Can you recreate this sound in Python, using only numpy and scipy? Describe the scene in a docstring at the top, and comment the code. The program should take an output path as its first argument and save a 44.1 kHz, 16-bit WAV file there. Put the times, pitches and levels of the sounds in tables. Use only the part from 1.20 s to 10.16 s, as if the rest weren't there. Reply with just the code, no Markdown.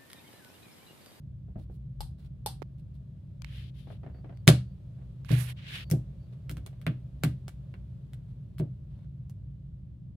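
"""A small humming room, heard at the two microphone ports of a phone, with a plastic storage box on the floor.
A cat bats a spring toy that stands by a suction cup on the box lid: noise clicks and ringing modes for toy and claws.
Heavy blows make the box boom through its low modes, and filtered noise bursts creak softly from the floor.
Right at the ports, fingers tick and slide as filtered noise, the hand jolts the phone with low modes,
and the lens drive whines faintly as an unsteady sine. Short faint noise bursts rustle in between."""
import sys
import numpy as np
from scipy import signal
from scipy.fft import rfft, irfft
from scipy.io import wavfile
from scipy.ndimage import uniform_filter1d, map_coordinates

SR = 44100
rng = np.random.default_rng(int(sys.argv[2]) if len(sys.argv) > 2 else 0)


def persist_wave(psi):
    """Save psi, clipped to +-1, as 16-bit WAV."""
    counts = np.round(np.clip(psi, -1, 1) * 32767).astype(np.int16)
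    wavfile.write(sys.argv[1], SR, np.atleast_2d(counts).T)


N = 395136  # samples
T = np.arange(SR // 2) / SR  # half a second of time for each struck sound, s
EDGE_HZ = 16200  # upper band limit


def gain_of(db):
    """Decibels to amplitude gain."""
    return 10 ** (np.asarray(db) / 20)


def evened(x):
    """Scales to rms 1."""
    return x / np.sqrt(np.mean(x ** 2) + 1e-20)


def read(points, hz):
    """Reads a table along log frequency."""
    f, value = np.transpose(points)
    return np.interp(np.log(hz + 1), np.log(f + 1), value)


def tilted(colour, db_per_octave):
    """Leans a colour table towards treble (positive) or bass (negative)."""
    return [(hz, level + db_per_octave * np.log2(hz)) for hz, level in colour]


def add(mix, start_s, sound):
    """Mixes a stereo sound in at its start time, cut off at the end of the mix."""
    part = mix[:, max(round(start_s * SR), 0):][:, :sound.shape[-1]]
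    part += sound[..., :part.shape[1]]


def sides(pan_db):
    """Left and right gains for a level difference, positive to the left, at constant power."""
    pair = np.array([gain_of(pan_db / 2), gain_of(-pan_db / 2)]).reshape(2, -1)
    return pair / np.sqrt((pair ** 2).mean(0))


# How alike diffuse sound is at the two ports: (freq_hz, correlation)
PORT_LIKENESS = [(30, .88), (70, 1), (130, .99), (300, 0.54), (600, 0.51), (1200, 0.27), (4000, 0.083),
                 (15000, 0.053)]


def noise(colour, size):
    """Stereo noise of a given colour and rms 1, alike at both ports mostly in the bass."""
    hz = np.fft.rfftfreq(size, 1 / SR)
    left, other = rfft(rng.standard_normal((2, size)))
    alike = np.clip(read(PORT_LIKENESS, hz), -1, 1)
    right = alike * left + np.sqrt(1 - alike ** 2) * other
    return evened(irfft(np.array([left, right]) * gain_of(read(colour, hz)), size))


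def tint(x, colour, level_db=None, size=4096):
    """Minimum-phase filter; with a level, a white click of energy 1 gets that rms over 50 ms."""
    db = read(colour, abs(np.fft.fftfreq(size, 1 / SR)))
    log_spectrum = np.conj(signal.hilbert(db * np.log(10) / 20))
    taps = np.fft.ifft(np.exp(log_spectrum)).real[:size // 2]
    if level_db is not None:
        taps *= gain_of(level_db) * np.sqrt(SR / 20) / np.linalg.norm(taps)
    return signal.fftconvolve(x, taps[None], axes=1)


def crack(ring_s, spike=0.86):
    """A spike and a dense, quickly dying rattle of high plastic modes, of energy 1 at each port."""
    x = noise([(20, 0), (20000, 0.0055)], len(T)) * np.exp(-T / ring_s)
    x /= np.linalg.norm(x, axis=1, keepdims=True)
    x[[0, 1], rng.integers(0, 4, 2)] += spike  # the wavefront meets the ports a moment apart
    return x / np.linalg.norm(x, axis=1, keepdims=True)


# Decay of the small room: (freq_hz, t60_s)
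ROOM_DECAY = [(150, .24), (330, .19), (500, .17), (700, .21), (1500, .22), (4000, .235), (9000, .205),
              (12000, .185), (16000, .14)]


def room(wet_db, build_s=0.003):
    """Reflections of a small room: noise in which each band dies at its own speed."""
    hz = np.fft.rfftfreq(512, 1 / SR)
    _, t, bands = signal.stft(noise([(20, 0.00084), (20000, 0.0048)], len(T)), SR, nperseg=512)
    decay = gain_of(-60 * t / read(ROOM_DECAY, hz)[:, None])
    tail = signal.istft(bands * decay, SR, nperseg=512)[1][:, :len(T)]
    tail *= 1 - np.exp(-T / build_s)
    return gain_of(wet_db) * tail / np.linalg.norm(tail[0])


def ring(modes, corner_hz, spread=0.5, sustain=1, damping=0.37):
    """Dying modes; the springy contact favours those near its resonance and weakens higher ones."""
    out = np.zeros((2, len(T)))
    for hz, db, t60 in modes:
        # high modes reach the ports out of step
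        lag = spread * rng.standard_normal() * min((hz / 600) ** 2, 2) * np.array([[1], [-1]])
        contact = 1 / np.hypot(1 - (hz / corner_hz) ** 2, damping * hz / corner_hz)
        decay = gain_of(db - 60 * T / (t60 * sustain))
        out += contact * decay * np.sin(2 * np.pi * hz * T + lag)
    return out


def grain(size, depth_db, count=130):
    """Uneven grain of a noise: the level wanders every few milliseconds."""
    wander = evened(uniform_filter1d(rng.standard_normal(size), count))
    return evened(gain_of(depth_db * wander))


# Low rumble of the room, relative colour: (freq_hz, level_db per Hz)
RUMBLE_COLOUR = [(20, -30), (37, -23.5), (48, -6.5), (60, 0), (76, -4.5), (88, -9.5), (102, 1.5),
                 (112, -10), (127, 2.5), (145, -1.5), (165, -13), (210, -18), (280, -27.5), (400, -41)]
# Steady motor lines: (pitch_hz, rms level_db)
MOTOR_LINES = [(59, -58), (120, -54), (181, -58), (330, -78)]
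# Rush of air, relative colour: (freq_hz, level_db per Hz)
AIR_COLOUR = [(200, -6), (400, 6), (470, -0.5), (530, 5), (665, 1.5), (720, -7.5), (1050, -9.5),
              (1450, -13), (2200, -16), (3500, -15), (6000, -25), (10000, -26.5), (16000, -32.5)]
# Course of the air's level, before its trim: (time_s, level_db)
AIR_LEVEL = [(0, -74), (2.1, -71), (4.4, -66), (6.5, -67.5), (8.96, -75.5)]


def room_hum(rumble_db=-43, air_trim_db=-0.5):
    """Low rumble noise with sine motor lines, and a faint rush of air whose level drifts."""
    t = np.arange(N) / SR
    lines = np.zeros(N)
    for hz, db in MOTOR_LINES:
        lines += gain_of(db) * np.sqrt(2) * np.sin(2 * np.pi * (hz * t + rng.random()))
    rumble = gain_of(rumble_db) * noise(RUMBLE_COLOUR + [(900, -77), (4000, -120)], N)
    air_db = np.interp(t, *np.transpose(AIR_LEVEL)) + air_trim_db
    return rumble + lines + gain_of(air_db) * noise(AIR_COLOUR, N)


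# Slips of the creaking floor, levels before the trim: (start_s, level_db)
FLOOR_SLIPS = [(0.284, -53), (0.3575, -40.5), (.381, -46), (.4974, -48.5), (2.6723, -55), (2.7027, -49.5),
               (2.727, -64), (2.8331, -51), (2.864, -50), (2.898, -61), (2.946, -57.5), (2.985, -62.5),
               (3.0444, -52), (3.0937, -51.5), (3.125, -58), (3.7853, -64.5), (3.8146, -63)]
# Dull colour of a slip, before its tilt: (freq_hz, level_db)
SLIP_COLOUR = [(60, -10), (150, 0), (330, 2), (480, -2), (680, 1), (1000, -10), (1900, -12), (3000, -19),
               (4500, -30), (7000, -42), (12000, -55)]
# The slips grow brighter as the weight shifts: (time_s, tilt in dB per octave)
SLIP_TILT = [(.3, -8), (2.7, -2.5)]


def floor_creaks(trim_db=-2):
    """Slips of the floor: dull noise bursts with a room tail."""
    out = np.zeros((2, N))
    for start, db in FLOOR_SLIPS:
        colour = tilted(SLIP_COLOUR, np.interp(start, *np.transpose(SLIP_TILT)))
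        slip = crack(ring_s=0.02, spike=0.35) + room(wet_db=-9.5)
        add(out, start, tint(slip, colour, db + trim_db))
    return out


# The hand jolts the phone: (start_s, strength level_db)
HAND_JOLTS = [(0.284, -44), (0.359, -48), (0.785, -25), (0.829, -42)]
# Modes of a jolt: (pitch_hz, level_db, t60_s)
HAND_MODES = [(49, -2.5, 0.26), (89.5, -1, 0.11)]


def jolts():
    """Deep bumps of the hand, softly rising low modes stronger at the left port."""
    out = np.zeros((2, N))
    rise = 1 - np.exp(-T / 0.019)
    for start, db in HAND_JOLTS:
        add(out, start, gain_of(db) * sides(11) * ring(HAND_MODES, corner_hz=300) * rise)
    return out


# Short faint noise bursts, some just before or with a tap on the lid:
# (start_s, length_s, level_db, tilt in dB per octave)
FAINT_BURSTS = [(0.366, 0.089, -72.5, 0), (0.495, 0.088, -78, 3), (0.967, 0.12, -69.5, -2),
                (1.57, 0.04, -77, -0.5), (1.736, 0.035, -75, -0.5), (5.121, 0.023, -63.5, -5.5),
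                (6.025, .016, -53, -7), (7.068, 0.061, -76, -3), (7.38, 0.019, -55.5, 4.5),
                (7.671, .21, -71, -5.5)]
# Colour of a burst, before its tilt: (freq_hz, level_db)
BURST_COLOUR = [(500, -3.5), (2000, -6.5), (4000, -1.5), (6500, -14.5), (10000, -8.5), (16000, -15)]


def faint_bursts():
    """Short faint rustles: grainy coloured noise that fades in and out."""
    out = np.zeros((2, N))
    for start, length, db, tilt in FAINT_BURSTS:
        size = int(length * SR)
        swell = signal.windows.tukey(size, 0.6) * grain(size, depth_db=4)
        add(out, start, gain_of(db) * noise(tilted(BURST_COLOUR, tilt), size) * swell)
    return out


# Sharp snaps of spring and socket, levels before the snap trim: (start_s, level_db)
SPRING_SNAPS = [(0.8065, -41.5), (1.2617, -33.5), (1.2665, -42.5)]
# Colour of a snap: (freq_hz, level_db)
SPRING_COLOUR = [(250, -15), (520, 2), (700, -8), (850, 4), (1100, -5), (1450, -11.5), (2300, -15.5),
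                 (3200, -6.5), (3750, -4.5), (4700, -2), (6500, -16.5), (9000, -3.5), (10500, -10.5),
                 (13000, -7.5), (16000, -34)]
# Modes of the hollow socket: (pitch_hz, level_db, t60_s)
SOCKET_MODES = [(853, 2, 0.063), (770, -19, 0.28)]


def spring_snaps(snap_trim_db=-8):
    """The bent spring snaps as a click with a room tail, and rings the modes of its hollow socket."""
    out = np.zeros((2, N))
    for start, db in SPRING_SNAPS:
        snap = crack(ring_s=0.0036) + room(wet_db=-5.5)
        add(out, start, tint(snap, SPRING_COLOUR, db + snap_trim_db))
        add(out, start, gain_of(db) * ring(SOCKET_MODES, corner_hz=2000, spread=0.18))
    return out


# Fingers ticking on the phone: (start_s, level_db, centre_hz, left-right pan_db)
FINGER_TICKS = [(1.4203, -48.5, 413, -19), (1.426, -60, 1530, -23), (2.2202, -58, 3220, 18),
                (2.2461, -55.5, 2160, -11), (3.173, -74, 2500, 1), (4.0481, -64.5, 1800, -14.5),
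                (4.093, -55, 1290, -11), (4.117, -51, 4530, -10)]


def finger_ticks(below_db=-5, above_db=-8.5):
    """Dry clicks right at the ports, falling off per octave on either side of a centre."""
    out = np.zeros((2, N))
    for start, db, hz, pan_db in FINGER_TICKS:
        colour = [(30, below_db * np.log2(hz / 30)), (hz, 0), (EDGE_HZ, above_db * np.log2(EDGE_HZ / hz))]
        add(out, start, sides(pan_db) * tint(crack(ring_s=0.0019), colour, db))
    return out


# Rub colour at each port, with its own resonance before the glide: (freq_hz, level_db)
RUB_LEFT = [(300, -34), (1000, -21), (1800, -12), (2400, -7), (2900, 0), (3600, -4.5), (4700, -14.5),
            (6200, -24.5), (9000, -36), (16000, -34)]
RUB_RIGHT = [(300, -5), (900, -8.5), (1700, 6.5), (2500, 8), (4000, 1), (6000, -13), (9000, -17),
             (16000, -33)]
# Colour of the fizz over the rub: (freq_hz, level_db)
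FIZZ_COLOUR = [(2000, -3), (5500, -5.5), (7500, -6.5), (10000, 2), (12500, -1), (15500, -16)]


def slide(length, hardest, press_db, fizz_db, pan_from_db, pan_to_db):
    """A finger lands, presses harder, eases off and lifts, while it travels between the ports."""
    touch_db, lift_db = -11, -11  # pressure at landing and lifting, against the hardest press
    touch_s = 0.015  # time to land or lift
    fizz_growth = 1.33  # dB of fizz for each dB of pressure
    glide_oct_per_db = 0.014  # the resonance rises as the finger closes in on the left port
    size = int(length * SR)
    way = np.linspace(0, 1, size)
    ease_db = np.interp(way, [0, np.clip(hardest, 0.05, 0.95), 1], [touch_db, 0, lift_db])
    pan_db = pan_from_db + (pan_to_db - pan_from_db) * way
    place = np.cumsum(2 ** (glide_oct_per_db * np.maximum(pan_db, 0)))
    ports = [noise(RUB_LEFT, len(T))[0], noise(RUB_RIGHT, len(T))[1]]
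    rub = np.array([map_coordinates(port, [place], order=3, mode="wrap") for port in ports])
    fizz = gain_of(fizz_db + fizz_growth * ease_db) * noise(FIZZ_COLOUR, size)
    contact = signal.windows.tukey(size, 2 * touch_s / length) * grain(size, depth_db=1.0)
    return (gain_of(press_db + ease_db) * rub + fizz) * contact * sides(pan_db)


# Fingers sliding beside the ports, pressure and fizz before their trims: (start_s, length_s,
# hardest press as a share of the length, pressure_db, fizz_db, pan_db at the start, pan_db at the end)
FINGER_SLIDES = [(2.232, 0.28, 0.5, -56.5, -72, -4.5, 9.5), (2.533, 0.16, 0.37, -65, -74, 8, 9),
                 (2.664, 0.12, 0.46, -65, -76.5, 11, 3.5), (4.041, 0.061, 0.27, -61, -69, -9, -14),
                 (4.078, 0.15, 0.33, -42, -50, -10, -19), (4.149, .13, 0.45, -51, -43.5, -19, -14),
                 (4.236, 0.1, 0.61, -48.5, -52.5, -8, 1), (4.357, 0.092, 0.33, -56.5, -90, -1, -1.5),
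                 (4.411, 0.11, .7, -49.5, -82, -0.5, 1), (4.47, 0.18, 0.47, -42.5, -58, -0.5, 0.5)]


def finger_slides(press_trim_db=2, fizz_trim_db=3):
    """Dry rubbing noise of fingers right at the ports, one slide after another."""
    out = np.zeros((2, N))
    for start, length, hardest, press_db, fizz_db, *pans_db in FINGER_SLIDES:
        add(out, start, slide(length, hardest, press_db + press_trim_db, fizz_db + fizz_trim_db, *pans_db))
    return out


# Runs of the lens drive: (start_s, level_db)
LENS_RUNS = [(2.92, -75.5), (3.125, -79), (3.449, -81), (4.335, -80), (4.62, -70), (4.98, -79)]


def lens_drive(pitch_hz=4540, run_s=0.11):
    """Thin whine, a sine and its third harmonic with wandering phase, stronger at the left port."""
    out = np.zeros((2, N))
    size = int(run_s * SR)
    for start, db in LENS_RUNS:
        wander = np.cumsum(0.026 * rng.standard_normal(size))
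        phase = 2 * np.pi * pitch_hz * np.arange(size) / SR + wander
        whine = np.sin(phase) + gain_of(-14) * np.sin(3 * phase)
        add(out, start, gain_of(db) * sides(13) * whine * signal.windows.tukey(size, 0.7))
    return out


def three_bands(body_db, clack_db, treble_db):
    """Colour of a click from three registers; a very hard contact barks above the middle and loses its top."""
    hard_db = max(body_db + 30, 0)
    top_db = treble_db - 1.5 * hard_db
    bark_db = (clack_db + treble_db) / 2 + 0.8 * hard_db
    return [(30, body_db - 7), (170, body_db + 21), (370, body_db + 43), (490, body_db + 36),
            (660, body_db + 39.5), (880, body_db + 29), (1050, clack_db + 36), (2600, clack_db + 35),
            (4400, bark_db + 30.5), (6000, treble_db + 27), (10000, treble_db + 29),
            (14000, top_db + 26.5), (16000, top_db + 19)]


# Toy and claws on the lid, relative strength of each register: (start_s, body_db, clack_db, treble_db)
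LID_TAPS = [(3.2729, -35, -52, -47), (3.2775, -23.5, -17.5, -19), (3.2891, -23.5, -33.5, -24),
            (4.7013, -48, -56, -44.5), (4.7128, -42, -45, -36.5), (5.2955, -57, -48.5, -49.5),
            (5.313, -56, -58, -51), (5.3698, -58.5, -54, -58.5), (5.4632, -47.5, -53, -52.5),
            (5.53, -60, -66.5, -92), (5.6153, -65, -60.5, -64.5), (5.666, -38, -33.5, -51),
            (5.67, -37, -50, -67), (6.0359, -30.5, -32, -35.5), (6.2812, -47, -52.5, -51),
            (6.5407, -55.5, -55.5, -77), (6.9343, -61, -62.5, -62), (7.3837, -72, -59.5, -67.5),
            (7.3982, -41.5, -53, -62), (8.0974, -64.5, -72, -64)]
# High modes of the plastic sheet, rung by every tap: (pitch_hz, level_db, t60_s)
SHEET_MODES = [(831, -4, .09), (1174, -5, .1), (1373, -3, .1), (1561, 0, .12), (1720, -2, .11),
               (2168, -3, .08), (2298, -2, .08), (2589, -2, .09), (2816, 0, .09), (3118, -1, .1),
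               (3400, 0, .1), (4010, -1, .06), (5345, -1, .07)]


def lid_taps(tap_db=-1, flutter_db=-6, sheet_db=-9, wet_db=-3, tail_db=-8.5):
    """Hard contacts click and flutter through the plastic, then ring on in the sheet and the room."""
    out = np.zeros((2, N))
    sheet = ring(SHEET_MODES, corner_hz=20000)
    sheet *= gain_of(sheet_db) / np.linalg.norm(sheet[0])
    for start, body_db, clack_db, treble_db in LID_TAPS:
        flutter = gain_of(flutter_db) * crack(ring_s=0.009, spike=0)
        tail = gain_of(tail_db) * (room(wet_db) + sheet)
        click = crack(ring_s=0.0011) + flutter + tail
        add(out, start, gain_of(tap_db) * tint(click, three_bands(body_db, clack_db, treble_db)))
    return out


# Heavy blows that flex the lid: (start_s, strength level_db,
# contact resonance_hz: low for a soft paw and high for the hard toy, ring time as a factor)
LID_BLOWS = [(3.277, -7.5, 560, 0.92), (4.105, -16.5, 116.7, 1.11), (4.715, -19, 327, 1.03),
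             (5.298, -37.5, 300, 1.24), (5.37, -38.5, 303, 0.9), (5.669, -22, 240, 0.73),
             (6.038, -21.5, 254, 1.1), (7.398, -23.5, 432.5, 1.06)]
# Modes of box and lid, before contact and ring factor: (pitch_hz, level_db, t60_s)
BOX_MODES = [(74.5, -18, 0.61), (93.9, -23.5, 0.21), (123.6, -2, 0.38), (150, 4.5, .18), (158, -5.5, 0.16),
             (189.5, -21.5, 0.59), (238, -18, 0.21), (290, -16, 0.19), (338, -20.5, 0.18), (374, -12, 0.1),
             (453, -27, 0.15), (495, -22.5, 0.12), (584, -22, 0.17), (661.6, -14.5, 0.1)]
# The walls return each blow, colour before the contact dulls it: (freq_hz, level_db)
THUD_COLOUR = [(30, -30.5), (120, -4), (300, 3), (450, -5), (640, -3.5), (900, -19), (2000, -34),
               (16000, -60)]


def box_booms(thud_db=-16, swell_cycles=2.5):
    """Heavy blows set the whole box booming in its modes, and the walls return a dull thud."""
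    out = np.zeros((2, N))
    for start, db, contact_hz, sustain in LID_BLOWS:
        # the build-up is timed in cycles of the contact resonance
        swell = 1 - np.exp(-T * contact_hz / swell_cycles)
        add(out, start, gain_of(db) * ring(BOX_MODES, contact_hz, sustain=sustain) * swell)
        # duller for a soft contact
        colour = [(hz, level - 10 * np.log10(1 + (hz / contact_hz) ** 2)) for hz, level in THUD_COLOUR]
        add(out, start, tint(room(wet_db=-2, build_s=0.0018), colour, db + thud_db))
    return out


def echoes(x, echo_db=-14, count=8):
    """Nearby walls and furniture return each sound within 13 ms, at other moments to each port."""
    taps = np.zeros((2, SR // 50))
    for side in taps:
        side[rng.integers(SR // 700, SR // 80, count)] = gain_of(echo_db) * rng.choice([-1, 1], count)
    # long waves bend around small surfaces
    taps = signal.sosfilt(signal.butter(2, 900, "high", fs=SR, output="sos"), taps)
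    return x + signal.fftconvolve(x, taps, axes=1)[:, :N]


def scene():
    """Everything at the two ports; only the faint bursts, the toy and the box get the early echoes."""
    with_echoes = echoes(faint_bursts() + spring_snaps() + lid_taps() + box_booms())
    at_the_phone = jolts() + finger_ticks() + finger_slides() + lens_drive()
    return room_hum() + floor_creaks() + at_the_phone + with_echoes


def record(dry):
    """Clips at full scale, fades the very ends, then limits the band."""
    limited = np.clip(dry, -1, 1) * signal.windows.tukey(N, 0.001)
    lowpass = signal.firwin(511, EDGE_HZ, window=("kaiser", 9), fs=SR)
    return signal.oaconvolve(limited, lowpass[None], "same")


dry = scene()
out = record(dry)
persist_wave(out)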